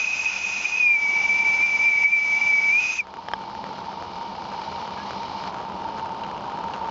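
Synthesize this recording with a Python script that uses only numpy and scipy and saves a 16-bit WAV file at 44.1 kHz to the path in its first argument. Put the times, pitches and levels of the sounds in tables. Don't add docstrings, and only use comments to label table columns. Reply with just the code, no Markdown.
import sys
import numpy as np
from scipy import signal
from scipy.fft import rfft, irfft, next_fast_len
from scipy.io import wavfile
from scipy.ndimage import uniform_filter1d

SR = 44100
rng = np.random.default_rng(int(sys.argv[2]) if len(sys.argv) > 2 else 0)


def master(y):
    cut = np.clip(np.atleast_2d(y).T, -1, 1)
    pcm = np.round(cut * 32767)
    wavfile.write(sys.argv[1], SR, pcm.astype(np.int16))


N = 304290
TIME = np.arange(N) / SR
SHUT_S = 3.006


def undb(db):
    return np.exp(np.asarray(db) * (np.log(10) / 20))


def curve(points):
    return np.interp(TIME, *np.transpose(points))


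def unit(x):
    return x / np.sqrt(np.mean(np.abs(x) ** 2))


def unit_peak(x):
    return x / np.abs(x).max()


def gains(colour, size):
    hz, db = np.transpose(colour)
    grid = np.maximum(np.fft.rfftfreq(size, 1 / SR), 1)
    return undb(np.interp(np.log(grid), np.log(hz), db))


def hiss(colour):
    size = next_fast_len(N, True)
    spectrum = rfft(rng.standard_normal(size)) * gains(colour, size)
    return unit(irfft(spectrum, size)[:N])


def walk(rate_hz):
    hold = max(int(SR / rate_hz), 2)
    steps = np.repeat(rng.standard_normal(N // hold + 1), hold)
    smooth = uniform_filter1d(uniform_filter1d(steps, hold), hold)
    return unit(smooth[:N])


def wander(width_hz, skirt_hz, size=8):
    coarse = TIME[::size]
    envelope = rng.standard_normal(len(coarse)) + 1j * rng.standard_normal(len(coarse))
    for hz in (width_hz / 2, skirt_hz):
        pole = np.exp(-2 * np.pi * hz * size / SR)
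        envelope = signal.lfilter([1], [1, -pole], envelope)
    return np.interp(TIME, coarse, unit(envelope))


def click(colour, size=512):
    cepstrum = irfft(np.log(gains(colour, size)))
    cepstrum[1:size // 2] *= 2
    cepstrum[size // 2 + 1:] = 0
    return unit_peak(irfft(np.exp(rfft(cepstrum))))


def strike(modes, start_s, peak_db, contact_s, size=8192):
    age = TIME[:size]
    push = 1 - np.exp(-age / contact_s)
    ring = 0
    for hz, level_db, t60_s in modes:
        decay = np.exp(-np.log(1000) * age / t60_s)
        ring = ring + undb(level_db) * np.sin(2 * np.pi * hz * age) * decay
    blow = undb(peak_db) * unit_peak(push * ring)
    return np.pad(blow, (int(start_s * SR), N))[:N]


def background():
    # frequency_hz, level_db
    air_colour = [(25, -11.5), (50, -1.5), (140, 0.5), (300, -3.5), (1000, -23.5), (7000, -40)]
    air_db, hum_hz, hum_db = -54.5, 193.2, -52
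    carrier = np.exp(2j * np.pi * hum_hz * TIME)
    hum = np.sqrt(2) * np.real(wander(width_hz=5.2, skirt_hz=14) * carrier)
    return hiss(air_colour) * undb(air_db) + hum * undb(hum_db)


def squeaks():
    # centre_s, length_s, pitch_hz, peak_db
    squeak_rows = [(3.664, 0.018, 1840, -43), (5.003, .075, 1680, -39.5)]
    out, waver = 0, 1 + 0.013 * walk(60)
    for centre_s, length_s, hz, db in squeak_rows:
        swell = np.cos(np.pi * np.clip((TIME - centre_s) / length_s, -.5, .5))
        phase = 2 * np.pi * np.cumsum(hz * waver) / SR
        out = out + undb(db) * swell * np.sin(phase)
    return out


def metal_ticks():
    # start_s, peak_db
    tick_rows = [(5.833, -39), (5.996, -36.5), (6.236, -28.5), (6.345, -38), (6.423, -38), (6.504, -39),
                 (6.736, -29.5)]
    # frequency_hz, relative_level_db, t60_s
    tick_modes = [(2830, 5, 0.02), (3110, -3, 0.026), (4000, -4.5, 0.024), (4750, -8, 0.022)]
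    return sum(strike(tick_modes, start_s, db, contact_s=0.00048) for start_s, db in tick_rows)


def engine_knocks():
    # start_s, peak_db, share of the free ring time (0-1)
    knock_rows = [(3.2856, -15.5, 0.46), (3.3355, -10, 0.93), (3.641, -18, 0.22)]
    # frequency_hz, relative_level_db, free_t60_s
    knock_modes = [(654, -29, 0.012), (908, 5.5, 0.028), (1150, 3, 0.019), (1610, 4.5, 0.016),
                   (2530, -21.5, 0.011), (3170, 0, 0.015), (3550, -23, 0.0098), (5140, -11.5, 0.027)]
    out = 0
    for start_s, peak_db, share in knock_rows:
        damped = [(hz, level_db, t60_s * share) for hz, level_db, t60_s in knock_modes]
        out = out + strike(damped, start_s, peak_db, contact_s=0.00027)
    return out


def leak(valve):
    # frequency_hz, level_db
    leak_colour = [(1120, -38), (1900, -5.5), (2090, -8), (2350, 2), (2630, -13), (2890, 0), (3430, -6),
                   (4310, -1), (4670, -4.5), (5030, -3.5), (5380, -8), (6200, -16), (7400, -32.5),
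                   (9620, -60)]
    start_db, swell_db_per_s, drop_s, trickle_db = -51, 3.5, 5.49, -50.5
    swelling_db = start_db + swell_db_per_s * (TIME - SHUT_S)
    dropped = np.clip((TIME - drop_s) / .02, 0, 1)
    level_db = swelling_db + (trickle_db - swelling_db) * dropped
    sputter_db = 1.2 * walk(300) + 0.72 * walk(15)
    return hiss(leak_colour) * undb(level_db + sputter_db) * (1 - valve)


def spitting(fire, rate_hz=90, spread_db=4.5, size_db=1.7, limit_db=9):
    # start_s, peak_db
    spit_rows = [(3.070, -19.5), (3.140, -19), (3.170, -22), (3.316, -20), (3.551, -23), (4.025, -19),
                 (4.877, -19.5), (5.108, -16.5), (5.133, -20), (5.439, -19), (5.544, -19.5), (5.984, -20),
                 (5.996, -20), (6.238, -25), (6.685, -20), (6.737, -24)]
    # frequency_hz, level_db
    spit_colour = [(100, -22), (450, -4.5), (950, -2), (1400, -2), (1950, -13.5), (3000, -17), (5000, -27),
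                   (6500, -26.5), (7600, -39.5)]
    happens = rng.random(N) < rate_hz / SR
    sizes = undb(size_db + np.minimum(spread_db * rng.exponential(size=N), limit_db))
    pops = happens * sizes * fire
    for start_s, db in spit_rows:
        pops[int(start_s * SR)] += undb(db)
    return signal.fftconvolve(pops, click(spit_colour))[:N]


def fire_level():
    # time_s, gain_db
    fire_points = [(0, -37), (1.4, -34), (2.6, -36), (3.15, -38.5), (3.5, -37), (4.8, -34.5), (6.9, -33)]
    return undb(curve(fire_points))


def burner(fire):
    # frequency_hz, level_db
    roar_colour = [(25, -13.5), (50, -7), (110, -5.5), (170, 0), (320, -2), (600, -1), (850, -1),
                   (1200, -1.5), (1500, -11.5), (1900, -22.5), (3000, -14.5), (7000, -42)]
    # frequency_hz, width_hz, level_db relative to the fire
    flue_rows = [(85, 6.3, -22.5), (200.2, 11, -16), (809.7, 70, -9), (912.5, 52, 0.4)]
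    roar = hiss(roar_colour) * undb(-4 + 0.45 * walk(50))
    for hz, width_hz, db in flue_rows:
        ring = wander(width_hz=width_hz, skirt_hz=2.8 * width_hz)
        tone = np.real(ring * np.exp(2j * np.pi * hz * TIME))
        roar = roar + np.sqrt(2) * undb(db) * tone
    return roar * fire


def steam_state():
    # time_s, pressure (0 = just sounding, 1 = highest note, more = overblown)
    pressure_points = [(0, 1.2), (.7, 1.206), (.8, .95), (.86, 0.69), (.99, 0.086), (1.5, 0.15), (2.45, .1),
                       (2.55, 0.045), (2.69, 0.062), (2.787, .78), (2.815, 1.15), (2.98, 1.42), (3.0, 0.55),
                       (3.015, 0)]
    break_pressure, break_range = 0.75, .52
    shut_db_per_s = 1147
    pressure = curve(pressure_points)
    overblown = np.clip((pressure - break_pressure) / break_range, 0, 1)
    valve = undb(-shut_db_per_s * np.maximum(TIME - SHUT_S, 0))
    return np.minimum(pressure, 1), overblown, valve


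def jet(overblown, valve):
    # frequency_hz, level_db
    jet_colour = [(300, -6.5), (1000, 0.5), (1350, 3), (1800, -1), (2200, 4), (2750, 9.5), (3100, 0),
                  (3800, -1), (4550, -3), (5030, 6), (5330, 0.5), (5650, 3), (6600, -13.5), (7500, -23)]
    # frequency_hz, level_db
    shriek_colour = [(5500, -17), (5950, -1.5), (6250, 1.5), (6550, -4), (6850, -10), (7200, -11.5),
                     (7600, -26.5)]
    # delay_s, reflection factor
    echo_rows = [(.00142, .17), (.002785, .16), (.00333, .13), (.0075, -.13)]
    jet_db, jet_overblown_db = -33.8, 6.5
    shriek_db, shriek_overblown_db = -42.5, 12
    rush = hiss(jet_colour) * undb(jet_db + jet_overblown_db * overblown + 0.98 * walk(60))
    shriek = hiss(shriek_colour) * undb(shriek_db + shriek_overblown_db * overblown + 0.89 * walk(47))
    steam = (rush + shriek) * valve
    echoes = sum(share * np.interp(TIME - delay_s, TIME, steam, left=0) for delay_s, share in echo_rows)
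    return steam + echoes


def surges():
    # centre_s, half_length_s, level_change_db, pitch_change_hz
    surge_rows = [(0.046, 0.0092, 9.5, -1), (0.139, 0.014, 4.5, -1.5), (0.266, 0.022, 6, 2.5),
                  (0.653, .015, 7.5, -0.5), (0.896, 0.13, 8.5, -1.5), (1.273, 0.012, -15, 3),
                  (1.442, 0.0091, -15.5, 2), (1.638, 0.048, 3.5, 43.5), (1.782, 0.019, -13, -31),
                  (1.876, 0.068, 5, 32), (1.949, 0.1, 4, -11), (2.055, .045, 9.5, -28.5),
                  (2.148, 0.062, 5.5, 10), (2.395, .02, -5, 2.5)]
    level_db, pitch_hz = 0, 0
    for centre_s, half_length_s, db, hz in surge_rows:
        bump = np.cos(np.pi / 2 * np.clip((TIME - centre_s) / half_length_s, -1, 1)) ** 2
        level_db = level_db + db * bump
        pitch_hz = pitch_hz + hz * bump
    return level_db, pitch_hz


def whistle(rise, overblown, valve):
    note_hz, rise_hz = 2283.4, 224
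    note_db, rise_db, overblown_db = -17, 6.5, -19.5
    warming_db_per_s = 1
    singing_lock, overblown_lock = 0.93, 0.31
    surge_db, surge_hz = surges()
    steady = singing_lock + (1 - singing_lock) * rise
    lock = np.clip(steady + (overblown_lock - steady) * overblown, 0, 1)
    tremble = 1 + 0.0043 * walk(70) + .003 * walk(25)
    hz = (note_hz + rise_hz * rise + surge_hz) * tremble
    phase = 2 * np.pi * np.cumsum(hz) / SR
    flutter = unit(undb(1.68 * walk(70) + 1.2 * walk(190)))
    note = np.sqrt(lock) * flutter
    ring = np.sqrt(1 - lock) * wander(width_hz=100, skirt_hz=234)
    singing_db = note_db + rise_db * rise + warming_db_per_s * TIME
    level_db = singing_db + (overblown_db - singing_db) * overblown + surge_db
    swing = np.sqrt(2) * (note + ring) * undb(level_db)
    octave = undb(-30.5) * rise * lock * np.abs(swing) * np.cos(2 * phase)
    return (np.real(swing * np.exp(1j * phase)) + octave) * valve


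def scene():
    fire = fire_level()
    rise, overblown, valve = steam_state()
    quiet = background() + squeaks() + metal_ticks() + engine_knocks()
    boiler = leak(valve) + spitting(fire) + burner(fire)
    blast = jet(overblown, valve) + whistle(rise, overblown, valve)
    return (quiet + boiler + blast)[None]


def follow(x, attack_s, release_s, size=32):
    out, envelope = [], 0.
    for value in x[::size].tolist():
        time_s = attack_s if value > envelope else release_s
        envelope += (value - envelope) * min(size / SR / time_s, 1)
        out.append(envelope)
    return np.interp(TIME, TIME[::size], out)


def gain_control(x):
    threshold_db, ratio, attack_s, release_s = -16.5, 5.27, 0.002, 0.12
    sense_hz, sense_db = 5230, 23.5
    treble_filter = signal.butter(4, sense_hz, "highpass", fs=SR, output="sos")
    treble = signal.sosfilt(treble_filter, x)
    power = uniform_filter1d(x ** 2 + (undb(sense_db) * treble) ** 2, size=256)
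    excess_db = np.maximum(10 * np.log10(np.abs(power) + 1e-12) - threshold_db, 0)
    cut_db = (1 - 1 / ratio) * follow(excess_db, attack_s, release_s)
    return x * undb(-cut_db)


def record(dry):
    low_cut = signal.butter(2, 42, "highpass", fs=SR, output="sos")
    high_cut = signal.ellip(10, .2, 80, 7550, fs=SR, output="sos")
    thin = signal.sosfilt(low_cut, gain_control(dry[0]))
    return signal.sosfilt(high_cut, thin)[None]


dry = scene()
out = record(dry)
master(out)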